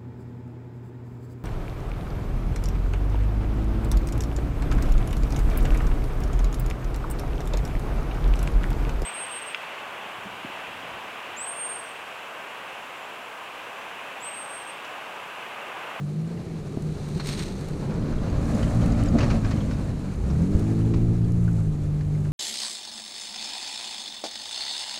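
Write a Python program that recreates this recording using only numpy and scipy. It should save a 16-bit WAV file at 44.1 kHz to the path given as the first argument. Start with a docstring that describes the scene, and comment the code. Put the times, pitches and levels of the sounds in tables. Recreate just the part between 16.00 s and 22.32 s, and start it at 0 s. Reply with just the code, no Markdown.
"""Heard first: a six-cylinder car droning in from afar on a dirt track, over faint leaves and light wind.
It lifts off, rounds a bend close by and revs away: sums of fluttering crankshaft orders plus puffed noise.
Tyres rumble, scrub, crunch and spray (coloured noise and grit), following the distance, with surges.
Suspension thumps and panel rings are damped modes; stalks, stones, pebbles and grass are bursts of noise or tone."""
import sys
import numpy as np
from scipy import signal
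from scipy.fft import rfft, irfft, next_fast_len
from scipy.io import wavfile
from scipy.ndimage import map_coordinates

SR = 44100
rng = np.random.default_rng(int(sys.argv[2]) if len(sys.argv) > 2 else 0)


def file_out(sig):
    """Save sig as 16-bit WAV at sys.argv[1]."""
    # one column per channel
    cols = np.atleast_2d(sig).T
    # limit, then scale
    lim = np.clip(cols, -1, 1)
    pcm = np.round(lim * 32767).astype(np.int16)
    wavfile.write(sys.argv[1], SR, pcm)


N = 278712


def amp(db):
    """Decibels to gain."""
    return 10 ** (np.asarray(db) / 20)


def unit(x):
    """Scale to rms 1."""
    return x / np.sqrt(np.mean(x ** 2) + 1e-20)


def clock():
    """Time of every sample, s."""
    return np.arange(N) / SR


def curves(rows):
    """One value per sample for each column after the time."""
    s, *columns = np.transpose(rows)
    return [np.interp(clock(), s, column) for column in columns]


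def wobble(knots_per_s):
    """Smooth random curve through normally distributed knots."""
    knots = rng.standard_normal(int(N * knots_per_s / SR) + 4)
    steps = np.arange(0, len(knots) - 1, 1 / 10)
    smooth = map_coordinates(knots, [steps])
    return np.interp(np.arange(N) * knots_per_s / SR, steps, smooth)


def swell(s, rise_s, fall_s):
    """Triangle from 0 up to 1 at time s and back."""
    return np.interp(clock(), [s - rise_s, s, s + fall_s], [0, 1, 0])


def during(rows, fade_s):
    """Gate open over the time of a table, with soft ends."""
    inside_s = np.minimum(clock() - rows[0][0], rows[-1][0] - clock())
    return np.clip(1 + inside_s / fade_s, 0, 1)


def add(track, s, sound):
    """Mix a sound into a track at time s."""
    part = track[round(s * SR):][:len(sound)]
    part += sound[:len(part)]


def coloured(x, points):
    """Filter x by (f/Hz, level/dB) points, interpolated on a log frequency axis."""
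    m = next_fast_len(len(x) + SR // 4)
    hz, db = np.transpose(points)
    log_hz = np.log(np.fft.rfftfreq(m, 1 / SR) + 1)
    gain = amp(np.interp(log_hz, np.log(hz), db))
    return irfft(rfft(x, m) * gain, m)[:len(x)]


def noise(points):
    """Coloured noise of rms 1."""
    return unit(coloured(rng.standard_normal(N), points))


def grit(points, rate_per_s, spread_db, share):
    """Sparse impacts of uneven size (their share of the power) over a bed of steady noise."""
    sizes = rng.choice([-1, 1], N) * amp(spread_db * rng.uniform(-1.9, 2.3, N))
    hits = rng.random(N) < rate_per_s / SR
    grains = unit(coloured(sizes * hits, points))
    share = np.clip(share, 0, 1)
    return np.sqrt(share) * grains + np.sqrt(1 - share) * noise(points)


# closest approach
PASS_S, CLOSEST_M, SPEED_M_PER_S = 2.963, 5.01, 8.87


def nearness():
    """Closest distance over present distance: 1 as the car passes."""
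    return CLOSEST_M / np.hypot(CLOSEST_M, SPEED_M_PER_S * (clock() - PASS_S))


# slowest at the bend exit; SLOWING_S each for slowing and recovery
SLOWEST_S, SLOWING_S, SLOW_DB = 4.234, 0.34, 1.5


def passing(db, share):
    """Level/dB of a rolling sound: share scales its distance loss and its dip as the car slows."""
    distance_db = 20 * np.log10(nearness())
    slow_db = SLOW_DB * swell(SLOWEST_S, SLOWING_S, SLOWING_S)
    return db + share * (distance_db - slow_db)


# loss at the start, gone by CLEAR_S
SCREEN_DB, CLEAR_S = 8, 0.34


def screened():
    """Loss/dB of road boom and exhaust rasp while trees screen the car."""
    return SCREEN_DB * np.clip(1 - clock() / CLEAR_S, 0, 1)


def crank(speed_hz):
    """Crankshaft angle/rad, slightly unsteady."""
    return 2 * np.pi * np.cumsum(speed_hz * (1 + 0.003 * wobble(25))) / SR


def orders(turn, table, rough_db):
    """Sines at multiples of the crankshaft speed, each fluttering in strength."""
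    total = 0
    for multiple, db in table:
        phase = 2 * np.pi * rng.random()
        total = total + amp(db + rough_db * wobble(28)) * np.sin(multiple * turn + phase)
    return np.sqrt(2) * total


# muffler resonances swept by the orders [f/Hz, level/dB]
MUFFLER_RESONANCES = [(110, -7), (165, 6.5), (215, 0), (250, -3), (280, 1), (400, -0.5), (600, -4.5)]


def overtones(speed_hz, turn, table, rough_db):
    """Orders that swell and fade as they cross the resonances of the muffler."""
    hz, db = np.transpose(MUFFLER_RESONANCES)
    total = 0
    for row in table:
        resonance_db = np.interp(row[0] * speed_hz, hz, db)
        total = total + amp(resonance_db) * orders(turn, [row], rough_db)
    return total


# pipe resonance [f/Hz, level/dB]
PIPE_RESONANCE = [(200, -14), (310, -13), (370, 0.5), (430, -1), (480, -6), (560, -16.5), (800, -18.5),
                  (1200, -24), (3000, -57)]


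def rasp(turn, depth):
    """Each firing pushes a puff of noise through the pipe resonance."""
    puffs = rng.standard_normal(N) * (1 + depth * np.cos(3 * turn))
    return amp(0.35 * wobble(12)) * unit(coloured(puffs, PIPE_RESONANCE))


# engine speed, coming [t/s, crankshaft f/Hz]
COMING_SPEED = [(0, 47.02), (.41, 59), (.53, 54.12), (.68, 47.26), (.87, 51.54), (1.0, 49.3), (1.57, 47.76),
                (1.79, 54), (2.0, 55.5)]
# swells of the far drone [t/s, half length/s, gain/dB]
DRONE_SWELLS = [(.14, 0.39, 9.5), (0.556, 0.08, 10), (0.858, 0.11, 9.5), (1.11, 0.084, 7.5),
                (1.35, 0.12, 4)]
# exhaust overtones from the front [multiple of crankshaft speed, level/dB]
FRONT_ORDERS = [(2, -7), (4, -11), (6, -19.5), (6.5, -25), (7, -19), (9, -23.5)]
# drone between swells, overtones and rasp; overtones fade as the throttle eases
DRONE_DB, FRONT_DB, FRONT_RASP_DB, EASE_DB_PER_S = -38.5, -31.5, -36.5, 4


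def engine_coming():
    """Three firings a turn drone from far off, swelling and fading again and again."""
    speed_hz, = curves(COMING_SPEED)
    turn = crank(speed_hz)
    firing_db = DRONE_DB + sum(db * swell(s, half_s, half_s) for s, half_s, db in DRONE_SWELLS)
    drone = amp(firing_db) * orders(turn, [(3, 0)], rough_db=2.2)
    snarl_db = FRONT_DB - EASE_DB_PER_S * clock()
    snarl = amp(snarl_db) * overtones(speed_hz, turn, FRONT_ORDERS, rough_db=2)
    puffs_db = passing(FRONT_RASP_DB, share=0.65) - screened()
    puffs = amp(puffs_db) * rasp(turn, depth=0.78)
    return during(COMING_SPEED, fade_s=0.32) * (drone + snarl + puffs)


# (level/dB at the closest point before slowing and surges, share of distance loss)
ROAD, SCRUBBING, CRUNCHING, SPRAYING = (-26.5, 0.84), (-36, 1), (-49.5, 0.76), (-56, 0.52)
# surges [t/s, rise/s, fall/s, road boom change/dB, scrub change/dB, crunch change/dB, spray change/dB]
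SURGES = [(.47, 0.45, .35, 2, 1.5, 3.5, -1), (1.95, 0.094, 0.58, 3.5, 3, 1, -4),
          (2.48, .12, 0.58, 0.5, 2, 1, 5), (3.2, 0.094, 0.21, 5.5, 3.5, 5.5, 2.5),
          (3.63, 0.27, 0.22, 2, 1.5, 2.5, 2), (4.6, 0.53, 0.61, 0.5, 3, 3.5, 4.5),
          (5.55, 0.43, 0.26, -0.5, 3, -1, 4.5), (6.2, 0.23, .3, 0.5, 2, -1, 3)]


def rolling_levels():
    """Road boom, scrub, crunch and spray/dB: set by the pass, with surges up and down."""
    surges_db = sum(np.outer(change_db, swell(s, rise_s, fall_s))
                    for s, rise_s, fall_s, *change_db in SURGES)
    pass_db = [passing(*sound) for sound in (ROAD, SCRUBBING, CRUNCHING, SPRAYING)]
    return np.array(pass_db) + surges_db


# road boom spectrum [f/Hz, level/dB]
RUMBLE_SPECTRUM = [(40, -39), (85, -5.5), (150, 0), (240, -7), (300, -9), (400, -21), (650, -42),
                   (1500, -79)]


def road_boom():
    """The body booms over the ruts: low noise of uneven level."""
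    road_db = rolling_levels()[0] - screened()
    return amp(road_db + 1.5 * wobble(18)) * noise(RUMBLE_SPECTRUM)


# wind [t/s, level/dB]
WIND_LEVEL = [(0, -53), (.4, -47), (.8, -40), (1.3, -36), (1.7, -34.5), (2.05, -29.5), (2.45, -26.5),
              (3.2, -26), (3.45, -24.5), (3.75, -32.5), (4.1, -31), (4.8, -27.5), (5.5, -29), (5.85, -31),
              (6.32, -31)]
# wind spectrum [f/Hz, level/dB]
BUFFET_SPECTRUM = [(10, -11.5), (25, 3), (55, -0.5), (85, 1), (130, -5.5), (250, -23), (600, -90)]


def wind():
    """Air buffets the microphone: deep noise in slow gusts."""
    buffet_db, = curves(WIND_LEVEL)
    return amp(buffet_db + 1.2 * wobble(2.7)) * noise(BUFFET_SPECTRUM)


# first reinforced pitch of the comb, far off and close by
COMB_FAR_HZ, COMB_NEAR_HZ = 327, 648


def comb_colouring(x, depth):
    """Sound plus a delayed copy of itself: a hollow pitch that rises as the car nears."""
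    pitch_hz = COMB_FAR_HZ + (COMB_NEAR_HZ - COMB_FAR_HZ) * nearness()
    late = map_coordinates(x, [np.arange(N) - SR / pitch_hz], order=1)
    return unit(x + depth * late)


# tyre spectra, each [f/Hz, level/dB]: soil scrub, crushed grit, flung dirt
SCRUB_SPECTRUM = [(150, -40), (300, 1.5), (420, 2.5), (560, 3), (750, -2), (950, -7), (1250, -7),
                  (1700, -14), (3000, -39), (8000, -61)]
CRUNCH_SPECTRUM = [(800, -31), (1600, 0.5), (2400, 2), (3300, -5.5), (4150, -0.5), (5100, -7), (6500, -9.5),
                   (12000, -54)]
SPRAY_SPECTRUM = [(3000, -31), (5300, -4.5), (6500, 2), (7700, 1), (8700, -2.5), (10200, -5), (11200, -14),
                  (12500, -13), (15000, -20)]


def tyres():
    """Treads scrub the soil, crush grit and fling a spray of dirt, in clumps."""
    _, scrub_db, crunch_db, spray_db = rolling_levels()
    clumps = wobble(30)
    comb_depth = 0.22 * np.sqrt(nearness())  # deepens as the car nears
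    soil = comb_colouring(grit(SCRUB_SPECTRUM, rate_per_s=400, spread_db=2.5, share=0.26), comb_depth)
    crushed = grit(CRUNCH_SPECTRUM, rate_per_s=640, spread_db=5.5, share=0.13)
    flung = grit(SPRAY_SPECTRUM, rate_per_s=1200, spread_db=11.5, share=0.27)
    scrub = amp(scrub_db + 1.6 * clumps) * soil
    crunch = amp(crunch_db + 1.45 * clumps) * crushed
    spray = amp(spray_db + 0.93 * clumps) * flung
    return scrub + crunch + spray


LEAVES_DB = -59
# leaf rustle spectrum [f/Hz, level/dB]
LEAVES_SPECTRUM = [(600, -1), (1100, 1), (2400, -1.5), (3300, -4.5), (4200, -3.5), (6000, -14.5),
                   (9500, -9.5), (11500, -15), (14000, -21), (15200, -23)]


def leaves():
    """A faint, even rustle from the trees: fine grit over noise."""
    rustle = grit(LEAVES_SPECTRUM, rate_per_s=590, spread_db=4, share=0.091)
    return amp(LEAVES_DB + 0.38 * wobble(3.6)) * rustle


def pebbles(count=110):
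    """Pebbles click under the wheels in decaying two-tone rings that follow the crunch level."""
    _, _, crunch_db, _ = rolling_levels()
    out, t = np.zeros(N), np.arange(SR // 20) / SR
    for when, size, pitch, life in rng.random((count, 4)):
        hz = 1400 * 4 ** pitch
        t60_s = 0.016 + 0.022 * life
        ring = np.sin(2 * np.pi * hz * t) + 1.16 * np.sin(2 * np.pi * 1.37 * hz * t)
        add(out, when * N / SR, amp(-12 * size - 60 * t / t60_s) * ring)
    return amp(crunch_db + 10) * nearness() ** .25 * out


# suspension over ruts [t/s, level/dB, f/Hz, t60/s]
THUMPS = [(.772, -15.5, 272, 0.025), (1.159, -21.5, 165.9, 0.13), (2.545, -15, 202, 0.073),
          (3.142, -14, 228, 0.12), (3.151, -24, 673, 0.098), (3.156, -13.5, 277, 0.073),
          (4.55, -11.5, 78.6, 0.12)]


def thumps():
    """A wheel drops into a rut and sets a few heavily damped body modes going."""
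    out, t = np.zeros(N), np.arange(SR // 3) / SR
    for s, db, hz, t60_s in THUMPS:
        modes = sum(amp(level_db) * np.sin(2 * np.pi * hz * ratio * t)
                    for ratio, level_db in [(.6, -9), (1, 2.5), (1.35, -25), (2.2, -10)])
        add(out, s, amp(db - 60 * t / t60_s) * (1 - np.exp(-t / 0.00061)) * modes)
    # rubber bushes soften the blow
    return signal.sosfilt(signal.butter(2, 900, fs=SR, output="sos"), out)


# dry stalks [t/s, level/dB]
SNAPS = [(0.8232, -44), (1.0884, -41), (1.2726, -29), (1.3933, -42), (1.6099, -42), (1.6864, -40),
         (2.861, -39), (3.0367, -36), (4.595, -40.5), (5.32, -45)]
SNAP_T60_S = .012


def snaps():
    """Dry stalks break with a bright tick of decaying noise."""
    ticks, t = np.zeros(N), np.arange(SR // 10) / SR
    for s, db in SNAPS:
        add(ticks, s, amp(db - 60 * t / SNAP_T60_S))
    return ticks * noise([(2000, -3), (4200, 1), (9000, 3.0), (13000, -8), (15000, -16)])


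# stones and clods on the body [t/s, level/dB, f/Hz, ring level/dB]
STONES = [(1.197, -27.5, 4300, -10), (1.905, -37.5, 2000, -16), (2.627, -29.5, 3080, -13.5),
          (3.185, -23.5, 1896, -15), (3.205, -27.5, 2800, -8.5), (3.23, -26.5, 2340, -16),
          (3.301, -23, 2507, -21), (3.446, -30.5, 1690, -15), (3.509, -27.5, 2010, -17),
          (3.605, -41, 3300, -4), (3.709, -32, 1500, -15), (4.3, -39, 5800, -12), (4.937, -33, 1026, -10),
          (5.478, -41.5, 1493, 1), (6.006, -39.5, 1792, -8), (6.148, -45, 2090, -8),
          (6.25, -41.5, 1600, -6)]
# rattle spectrum [f/Hz, level/dB]
STONE_SPECTRUM = [(400, 4.5), (1300, 7), (2400, 4), (3400, -5), (4400, -1.5), (6300, -7), (8000, -17),
                  (15000, -49)]
# t60 at a 0 dB blow; share of the blow's level that the decay follows
STONE_T60_S, DECAY_FOLLOWS = 0.18, 0.23


def stones():
    """Each stone rattles like grit, longer for a harder blow, and briefly rings the panel it hits."""
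    rattle, ring, t = np.zeros(N), np.zeros(N), np.arange(SR // 4) / SR
    for s, db, hz, ring_db in STONES:
        t60_s = STONE_T60_S * amp(DECAY_FOLLOWS * db)
        burst = amp(db - 60 * t / t60_s) * (1 - np.exp(-t / 0.0011))
        add(rattle, s, burst)
        modes = sum(amp(level_db) * np.sin(2 * np.pi * (hz * ratio * t + rng.random()))
                    for ratio, level_db in [(.62, -12), (.93, 1), (1, 2.5), (1.1, -5.5)])
        add(ring, s, amp(ring_db) * burst * modes)
    grains = grit(STONE_SPECTRUM, rate_per_s=3000, spread_db=0.5, share=0.88)
    return amp(-4.0) * rattle * grains + ring


# grass and stalks on the bumper [t/s, level/dB, rise/(dB/s), fall/(dB/s)]
TUFTS = [(1.35, -45, 27.5, 29), (1.29, -35, 220, 90), (1.395, -37, 260, 128)]
# grass spectrum [f/Hz, level/dB]
GRASS_SPECTRUM = [(600, -5), (1300, -4.5), (2400, -3), (3200, -5.5), (4200, 1), (5100, -7.5), (6400, -5.5),
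                  (7600, -12.5), (8500, -5.5), (11000, -25.5), (12500, -21), (15000, -32)]


def brush():
    """The bumper mows through tufts of dry grass: a bright, clumped crackle."""
    t = clock()
    tufts_db = [db - np.maximum(rise * (s - t), fall * (t - s)) for s, db, rise, fall in TUFTS]
    clumps = np.tanh(wobble(90))
    crackle = grit(GRASS_SPECTRUM, rate_per_s=900, spread_db=10, share=0.35)
    return amp(np.max(tufts_db, axis=0) + 2.06 * clumps) * crackle


# engine speed, coasting [t/s, crankshaft f/Hz]
COASTING_SPEED = [(2.0, 54.53), (2.6, 57.18), (3.15, 56.98), (3.9, 48.73), (4.2, 47.44)]
# exhaust orders from the side [multiple of crankshaft speed, level/dB]
FLANK_ORDERS = [(1, 0), (2, -1), (3, -2), (4, -1), (5, -5.5)]
# loudest once the tailpipe has gone by, fading either side
COAST_DB, COAST_PEAK_S, COAST_FADE_DB_PER_S = -29.5, 3.074, 10.5


def engine_coasting():
    """Unloaded, the engine burbles unevenly through the bend: low orders with strong flutter."""
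    speed_hz, = curves(COASTING_SPEED)
    db = COAST_DB - COAST_FADE_DB_PER_S * np.abs(clock() - COAST_PEAK_S)
    burble = orders(crank(speed_hz), FLANK_ORDERS, rough_db=3.5)
    return during(COASTING_SPEED, fade_s=0.039) * amp(db) * burble


# engine speed, leaving [t/s, crankshaft f/Hz]
LEAVING_SPEED = [(4.18, 24.35), (4.42, 42), (4.5, 49.85), (4.7, 54.82), (5.14, 57.33), (5.45, 57.55),
                 (5.6, 54.03), (5.75, 49.45), (6.32, 50)]
# throttle eased from LIFT_S
LIFT_S, LIFT_TAKES_S = 5.063, 0.31


def under_load(db, eased_db, drift_db_per_s):
    """Exhaust level/dB: changes as the throttle is eased, drifts as the car turns away."""
    eased = np.clip((clock() - LIFT_S) / LIFT_TAKES_S, 0, 1)
    return db + eased_db * eased + drift_db_per_s * (clock() - LEAVING_SPEED[0][0])


# tailpipe booms and cancellations [f/Hz, level/dB]
TAILPIPE_RESPONSE = [(48, -7), (63, -2.5), (85, -5), (98, -11.5), (107, -2), (114, 0), (128, -7), (150, -2),
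                     (172, -1.5)]
# exhaust overtones from the rear [multiple of crankshaft speed, level/dB]
REAR_ORDERS = [(4, 2.5), (5, -1), (6, -2), (7, -20), (7.5, -14.5), (8, -12), (10, -16), (12, -20),
               (14, -21)]
# (level/dB before easing and drift, change on easing/dB, drift/(dB/s))
FIRING, SECOND = (-27, 1.25, 1.3), (-23, 0, 0)
SNARL, RASPING = (-31.5, -6, -4), (-41.5, -2, -1.3)
BUILD_UP_S = 0.2  # of firing and snarl, after the throttle opens


def engine_leaving():
    """Under load the tailpipe booms; unequal cylinder banks add orders beside the firing rate."""
    speed_hz, = curves(LEAVING_SPEED)
    turn = crank(speed_hz)
    pipe_hz, pipe_db = np.transpose(TAILPIPE_RESPONSE)
    firing_db = under_load(*FIRING) + np.interp(3 * speed_hz, pipe_hz, pipe_db)
    second_db = under_load(*SECOND) + np.interp(2 * speed_hz, pipe_hz, pipe_db)
    firing = amp(firing_db) * orders(turn, [(3, 0)], rough_db=1.36)
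    second = amp(second_db) * orders(turn, [(2, 0)], rough_db=0.8)
    snarl = amp(under_load(*SNARL)) * overtones(speed_hz, turn, REAR_ORDERS, rough_db=1.5)
    puffs = amp(under_load(*RASPING)) * rasp(turn, depth=0.65)
    build_up = np.clip((clock() - LEAVING_SPEED[0][0]) / BUILD_UP_S, 0, 1)
    return during(LEAVING_SPEED, fade_s=0.051) * (second + puffs + build_up * (firing + snarl))


def scene():
    """The car comes, passes and leaves."""
    engine = engine_coming() + engine_coasting() + engine_leaving()
    rolling = road_boom() + tyres() + pebbles()
    impacts = thumps() + snaps() + stones()
    return (engine + rolling + impacts + brush() + wind() + leaves())[None]


TOP_HZ = 15250


def record(dry):
    """Brick-wall low-pass at the band limit."""
    m = next_fast_len(N + SR // 4)
    passed = np.fft.rfftfreq(m, 1 / SR) < TOP_HZ
    return irfft(rfft(dry, m) * passed, m)[..., :N]


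dry = scene()
out = record(dry)
file_out(out)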